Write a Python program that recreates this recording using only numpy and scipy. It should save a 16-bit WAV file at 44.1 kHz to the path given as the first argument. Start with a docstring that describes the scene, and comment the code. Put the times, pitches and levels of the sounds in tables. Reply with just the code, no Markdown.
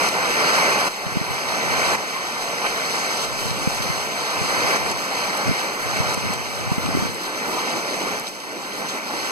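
'''Downpour in a broken-roofed kitchen

Heard through a phone in the doorway, far rain merges into a roar while nearer rain hisses, patters
and pours through the gap in the roof. Now and then the rain's level drops abruptly and creeps back.
Single drops smack close by, gusts buffet the microphone, a drip plinks into standing water
and a loose roofing sheet knocks once. The phone widens the stereo sound.'''
import sys
import numpy as np
from scipy import signal
from scipy.fft import rfft, irfft, next_fast_len
from scipy.io import wavfile
from scipy.ndimage import uniform_filter1d, map_coordinates

SR = 44100
rng = np.random.default_rng(int(sys.argv[2]) if len(sys.argv) > 2 else 0)


def persist_wave(psi):
    """Save psi, clipped to +-1, as 16-bit WAV."""
    counts = np.round(np.clip(psi, -1, 1) * 32767).astype(np.int16)
    wavfile.write(sys.argv[1], SR, np.atleast_2d(counts).T)


N = 410571
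TOP_HZ = 15550  # the highest frequency the phone keeps


def amp(db):
    """Turn decibels into a number to multiply by."""
    return 10 ** (np.asarray(db) / 20)


def unit(x):
    """Scale a signal to an average strength (rms) of 1."""
    return x / np.sqrt(np.mean(x ** 2) + 1e-20)


def gain_at(points, hz):
    """Read the gain at any frequency from (frequency [Hz], level [dB]) points."""
    freqs, db = np.transpose(points)
    return amp(np.interp(np.log(hz + 1), np.log(freqs + 1), db))


def curves(rows):
    """Join timed points with straight lines, one curve for each column after the time."""
    times, *columns = np.transpose(rows)
    return [np.interp(np.arange(N) / SR, times, column) for column in columns]


def wobble(rate):
    """A smooth curve through `rate` random values a second."""
    return map_coordinates(rng.standard_normal(int(N * rate / SR) + 4), [np.arange(N) * rate / SR])


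def filtered(x, response):
    """Scale and delay each frequency in x as `response` says."""
    n = x.shape[-1]
    padded = next_fast_len(n + 8192)
    return irfft(rfft(x, padded) * response(np.fft.rfftfreq(padded, 1 / SR)), padded)[..., :n]


def add(track, start, sound):
    """Mix a short sound into a track, `start` seconds in."""
    part = track[round(start * SR):][:len(sound)]
    part += sound[:len(part)]


# The part of the rain that differs between the two microphones: (frequency [Hz], level [dB])
STEREO_DIFFERENCE = [(100, -2), (300, -6.5), (500, -7), (1000, -15), (1800, -14), (2700, -13.5),
                     (3500, -82), (15000, -45)]
def rush(tone, patchy_db):
    """Countless drops merge into stereo noise whose tone shifts in random patches."""
    spectrum = signal.stft(rng.standard_normal((2, N)), nperseg=512)[2]
    patches = uniform_filter1d(rng.standard_normal(spectrum.shape[1:]), size=7, axis=0)
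    patches = unit(uniform_filter1d(patches, size=14, axis=1))
    noise = signal.istft(spectrum * amp(patchy_db * patches), nperseg=512)[1][:, :N]
    shared = filtered(noise[0], lambda hz: gain_at(tone, hz))
    side = filtered(noise[1], lambda hz: gain_at(tone, hz) * gain_at(STEREO_DIFFERENCE, hz))
    return unit(np.array([shared + side, shared - side]))


# Tone of far rain on the roofs: (frequency [Hz], level [dB])
ROAR_TONE = [(25, -58), (60, -36), (110, -13.5), (200, -4.5), (300, -7), (450, 0.5), (900, 1.1),
             (1150, 0.33), (1500, -1), (2150, 0.1), (2450, -3.5), (2800, -11.5), (4000, -24), (9000, -70)]
def roar(level_db, squall):
    """Drops on distant roofs blur into one roar."""
    return amp(level_db + 0.08 + 0.12 * squall) * rush(ROAR_TONE, patchy_db=1.0)


# Tone of the drumming in the room: (frequency [Hz], level [dB])
DRUMMING_TONE = [(25, -60), (60, -58), (130, -15.5), (200, -3.5), (290, 0.5), (380, -1.5), (600, -7.5),
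                 (1500, -63)]
# Strength of the drumming: (time [s], level compared with the roar [dB])
DRUMMING_LEVELS = [(0, -22), (2.5, -16), (4.5, -14.5), (6.2, -15.5), (7.2, -7.5), (8.2, -4), (9.3, -10.5)]
def drumming(roar_db):
    """Rain drums low in the room, stronger as the phone turns toward the floor."""
    return amp(roar_db + curves(DRUMMING_LEVELS)[0]) * rush(DRUMMING_TONE, patchy_db=3.0)


# Tone of nearer rain: (frequency [Hz], level [dB])
HISS_TONE = [(1200, -57), (2400, -5), (2900, -1.5), (3500, -3), (4400, 1), (6300, -2), (7500, -7.5),
             (9000, -9), (11500, -15), (15500, -20)]
def hiss(level_db, squall):
    """Nearer drops merge into a bright, flickering hiss."""
    return amp(level_db + 1.53 + 0.37 * squall + 0.8 * wobble(35)) * rush(HISS_TONE, patchy_db=1.02)


def patter(per_second, centre_hz, spread, ring_cycles, size_db):
    """Drops hit tiles and debris, each ringing for a few cycles. 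Most are small, a few large."""
    when, size, pitch = rng.random((int(per_second * N / SR), 3)).T
    hz = np.clip(centre_hz * np.exp(spread * (2 * pitch - 1)), 500, TOP_HZ)[:, None]
    samples = np.arange(160)
    cycles = hz * samples / SR
    strength = amp(size_db * np.minimum(-np.log(1 - size), 5))[:, None]
    ticks = strength * np.sin(2 * np.pi * cycles) * np.exp(-cycles / ring_cycles)
    positions = (when * N).astype(int)[:, None] + samples
    return unit(np.bincount(positions.ravel(), ticks.ravel(), N)[:N])


def splashes(per_second, size_db, decay_s):
    """A loudness curve for water hitting the floor: each splash starts at once and dies away."""
    when, size = rng.random((int(per_second * N / SR), 2)).T
    strength = amp(size_db * np.minimum(-np.log(1 - size), 4))
    hits = np.bincount((when * N).astype(int), strength ** 2, N)
    power = signal.lfilter([1], [1, -np.exp(-2 / (decay_s * SR))], hits)
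    return unit(np.sqrt(power))


def spray(hiss_db, dip_db):
    """Water pours through the gap in the roof and bursts into coarse and fine droplets."""
    coarse = amp(hiss_db - 11.0 + 3.5 * wobble(7.8))
    coarse *= patter(per_second=5000, centre_hz=6460, spread=0.517, ring_cycles=4.0, size_db=3.5)
    fine = amp(-47.0 - 0.34 * dip_db + 1.3 * wobble(9))
    fine *= patter(per_second=5400, centre_hz=11150, spread=0.37, ring_cycles=7.8, size_db=1.0)
    return (coarse + fine) * splashes(per_second=50, size_db=3.0, decay_s=0.058)


def spatter(hiss_db):
    """Fat drops land unevenly on the tiles and debris nearby."""
    drops = patter(per_second=140, centre_hz=4740, spread=0.69, ring_cycles=4.2, size_db=2.2)
    return amp(hiss_db - 11.5) * drops


# Sudden dips in the rain's level: (time [s], depth [dB], fall time [s], recovery time [s])
RAIN_DIPS = [(.09, 4.5, 0.022, .33), (.886, 8.5, .008, 0.9), (1.96, 8.5, 0.006, 1), (3.26, 4, 0.02, 0.58),
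             (4.772, 5, .008, 0.4), (4.925, 4, .015, 0.23), (5.7, 3.5, 0.12, 0.23), (6.15, 3.5, .02, 0.18),
             (6.345, 3.5, .025, 0.53), (7.08, 4, .02, 0.78), (7.79, 2.5, 0.037, 0.26),
             (8.2, 3.5, 0.044, 0.28), (8.3, 5, 0.041, 0.62), (8.99, 4, .05, 0.14)]
def dips():
    """Decibels taken off the rain: each dip falls quickly and creeps back at a steady pace."""
    t = np.arange(N) / SR
    return sum(depth * np.interp(t - time, [-fall / 2, fall / 2, fall / 2 + recovery], [0, 1, 0])
               for time, depth, fall, recovery in RAIN_DIPS)


# The slow swell of the rain, before the dips: (time [s], roar level [dB], hiss level [dB])
RAIN_SWELL = [(0, -19.4, -27.5), (0.35, -18.5, -26.5), (0.5, -18.3, -26), (0.72, -17.5, -26.5),
              (0.88, -22, -28.5), (1.4, -22, -29), (1.58, -21.5, -30.5), (1.72, -20, -29.5),
              (1.95, -19.5, -27.5), (1.98, -19.5, -26), (2.3, -21.5, -28), (2.9, -24, -30.5),
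              (3.24, -25, -29.5), (3.4, -24.5, -30), (4.15, -27, -33), (4.5, -22.2, -29), (4.62, -22, -29),
              (4.73, -19.5, -27.5), (4.768, -18.5, -26.5), (4.79, -20, -27.5), (4.91, -19.5, -25),
              (5.1, -24, -31), (5.5, -24, -32.5), (6.1, -24, -30), (6.5, -26, -32.5), (6.8, -27.5, -34.5),
              (7.05, -27, -32.5), (7.7, -23.5, -31), (8.16, -26.5, -33.5), (8.34, -29.5, -34),
              (8.55, -30.5, -35.5), (8.9, -27.5, -35.5), (9.31, -27, -32)]
def rain():
    """All the layers of the downpour. The same squalls sway both the roar and the hiss."""
    dip_db = dips()
    roar_db, hiss_db = curves(RAIN_SWELL) - dip_db
    squall = wobble(12)
    wash = roar(roar_db, squall) + drumming(roar_db) + hiss(hiss_db, squall)
    return wash + spray(hiss_db, dip_db) + spatter(hiss_db)


# Drops that smack close by: (time [s], peak level [dB], pitch [Hz], time to fade by 60 dB [s])
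CLOSE_DROPS = [(.088, -10, 8000, .007), (2.668, -15, 4000, .01), (2.776, -20, 8000, 0.016),
               (2.954, -17, 8000, 0.0073), (3.506, -13, 5000, .014), (3.823, -12.5, 5000, .015),
               (4.914, -16, 10000, 0.016), (5.373, -15, 8500, .016), (6.143, -14, 9000, .012),
               (6.337, -16, 9000, .006), (6.555, -22, 9000, .01), (6.86, -16, 5000, 0.016),
               (7.145, -19, 9000, .012), (8.197, -18, 11000, .007), (8.269, -16, 5000, .035),
               (8.277, -20, 5500, 0.04), (8.285, -23, 7500, .03), (8.402, -25, 5500, .015),
               (8.885, -20, 6000, 0.3)]
def close_drops():
    """Each close drop is a tiny burst of splash noise around its own pitch."""
    out, t = np.zeros(N), np.arange(SR // 16) / SR
    for start, db, hz, fade_s in CLOSE_DROPS:
        band = signal.butter(2, [hz * 0.49, min(hz * 1.17, TOP_HZ)], "band", fs=SR)
        splash = signal.lfilter(*band, rng.standard_normal(len(t)) * amp(-60 * t / fade_s))
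        add(out, start, amp(db) * splash / np.abs(splash).max())
    return out


# Gusts that reach the microphone: (time of peak [s], strength [dB], rise time [s])
GUSTS = [(1.16, -32.5, 0.096), (1.33, -35, 0.062), (1.77, -37.5, 0.31), (3.46, -33, 0.22), (3.8, -34, 0.29),
         (4.44, -30, 0.061), (4.72, -38, 0.44), (5.5, -25, 0.04), (6.04, -30.5, 0.15), (6.3, -31, 0.15),
         (6.72, -30, 0.19), (6.89, -24, 0.065), (7.0, -26.5, 0.15)]
def gusts():
    """Wind strength in decibels: gusts swell and die over a faint draught that slowly eases."""
    t = np.arange(N) / SR
    draught_db = -54 - 0.9 * t
    power = amp(draught_db) ** 2
    for peak_s, db, rise_s in GUSTS:
        width_s = np.where(t < peak_s, rise_s, 0.78 * rise_s)  # dies faster than it rises
        power += amp(db) ** 2 * np.exp(-2 * ((t - peak_s) / width_s) ** 2)
    return 10 * np.log10(power)


# Single swirls of air that thump the microphone: (time [s], peak level [dB], pitch [Hz])
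THUMPS = [(1.064, -18, 160), (1.157, -17, 210), (1.169, -9, 180), (1.213, -14, 190), (1.308, -21, 150),
          (1.782, -19, 170), (3.453, -22, 130), (3.463, -21, 150), (3.511, -17, 160), (3.673, -8, 170),
          (3.801, -20, 170), (3.9, -15, 140), (4.414, -17, 150), (4.451, -20, 200), (4.645, -19, 180),
          (5.467, -19, 130), (5.478, -13, 200), (5.493, -8, 150), (5.513, -11, 190), (6.002, -11.5, 120),
          (6.175, -15, 200), (6.251, -18, 180), (6.303, -21, 190), (6.612, -21, 330), (6.671, -22, 170),
          (6.717, -9.5, 170), (6.781, -11, 190), (6.853, -16, 230), (6.888, -13, 220), (6.949, -9, 240),
          (6.972, -8.5, 300), (6.988, -15, 125), (7.023, -12, 180), (7.033, -16, 240), (7.054, -18, 220),
          (7.09, -23, 170)]
def thumps():
    """A swirl of air pushes hard once, swings back nearly as hard, then quickly settles."""
    damping_per_cycle = 2.9
    out, t = np.zeros(N), np.arange(SR // 20) / SR
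    for start, db, hz in THUMPS:
        cycles = hz * t
        push = np.sin(2 * np.pi * cycles) * cycles * np.exp(-damping_per_cycle * cycles)
        add(out, start, amp(db) * push / np.abs(push).max())
    return out


# Tone of wind rumbling on the microphone: (frequency [Hz], level [dB])
RUMBLE_TONE = [(20, -40), (45, -16), (85, 3), (125, 3.5), (200, -7), (300, -22), (500, -24), (1500, -64)]
# Tone of the smaller, higher swirls that strong gusts break into: (frequency [Hz], level [dB])
FLUTTER_TONE = [(90, -27), (170, 2), (250, 0.5), (380, -17), (600, -19), (1500, -57)]
def wind():
    """Rough air rumbles, flutters and thumps, mostly on one of the phone's microphone openings."""
    ceiling, left_delay_s = amp(-24), 0.00042
    main_rumble, other_rumble = unit(
        filtered(rng.standard_normal((2, N)), lambda hz: gain_at(RUMBLE_TONE, hz)))
    flutter = unit(filtered(rng.standard_normal(N), lambda hz: gain_at(FLUTTER_TONE, hz)))
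    strength = amp(gusts() + 2.1 * wobble(12) + 2.1 * wobble(70))
    strength = ceiling * np.tanh(strength / ceiling)  # the strongest gusts level off
    blows = strength * (main_rumble + 0.5 * strength / ceiling * flutter) + thumps()
    left = filtered(blows, lambda hz: np.exp(-2j * np.pi * hz * left_delay_s))
    centre = strength * (amp(-17.5) * other_rumble + amp(-14.0) * flutter)
    # the phone's widening makes the two sides swing in opposite directions
    return np.array([left, -blows]) + centre


def plink():
    """A drip falls into standing water: its bubble rings briefly and rises in pitch."""
    start_s, hz, db, attack_s, fade_s = 2.146, 1050, -19, 0.012, 0.16
    out, t = np.zeros(N), np.arange(SR // 5) / SR
    ring = np.sin(2 * np.pi * hz * t * (1 + t / 2))
    add(out, start_s, amp(db - 60 * t / fade_s) * (1 - np.exp(-t / attack_s)) * ring)
    return out


# Tone of the struck roofing sheet: (frequency [Hz], level [dB])
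SHEET_TONE = [(100, -40), (200, -9), (300, -6), (430, -1), (620, -4), (900, 2.5), (1500, 1), (2500, -1),
              (3300, -11), (7000, -24), (12000, -50)]
# The quick hits that make up one knock: (time [s], level [dB], added brightness [dB per octave])
SHEET_HITS = [(2.617, -19, -2), (2.641, -17.5, -6), (2.649, -19, -1), (2.661, -17.5, 1)]
def knock():
    """A loose, wet roofing sheet slaps down with a rattle, dull then bright. Each hit dies at once."""
    attack_s, fade_s = 0.0011, 0.088
    out, t = np.zeros(N), np.arange(SR // 4) / SR
    for start, db, brightness in SHEET_HITS:
        def tone(hz):
            return gain_at(SHEET_TONE, hz) * amp(brightness * np.log2(np.maximum(hz / 700, 1)))
        splat = unit(filtered(rng.standard_normal(len(t)), tone))
        add(out, start, amp(db - 60 * t / fade_s) * (1 - np.exp(-t / attack_s)) * splat)
    # the knock carries no deep bass
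    return signal.lfilter(*signal.butter(3, 180, "high", fs=SR), out)


def widened(pair):
    """The phone widens the sound: above the low notes, the left side is late and flipped over."""
    delay_s = 1 / 1778
    # the left side is also weaker in the low notes: (frequency [Hz], level [dB])
    left_tone = [(150, -3.0), (300, -2.5), (600, -1.45), (1000, 0)]

    def left_response(hz):
        phase_lag = np.logaddexp(0, 3 * (2 * np.pi * hz * delay_s - np.pi)) / 3
        return gain_at(left_tone, hz) * np.exp(-1j * phase_lag)
    return np.array([filtered(pair[0], left_response), pair[1]])


def scene():
    """Sounds that travel through the air are widened; the wind hits the microphone itself."""
    return widened(rain() + close_drops() + plink() + knock()) + wind()


def record(dry):
    """The phone keeps nothing above its highest frequency."""
    return filtered(dry, lambda hz: hz < TOP_HZ)


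dry = scene()
out = record(dry)
persist_wave(out)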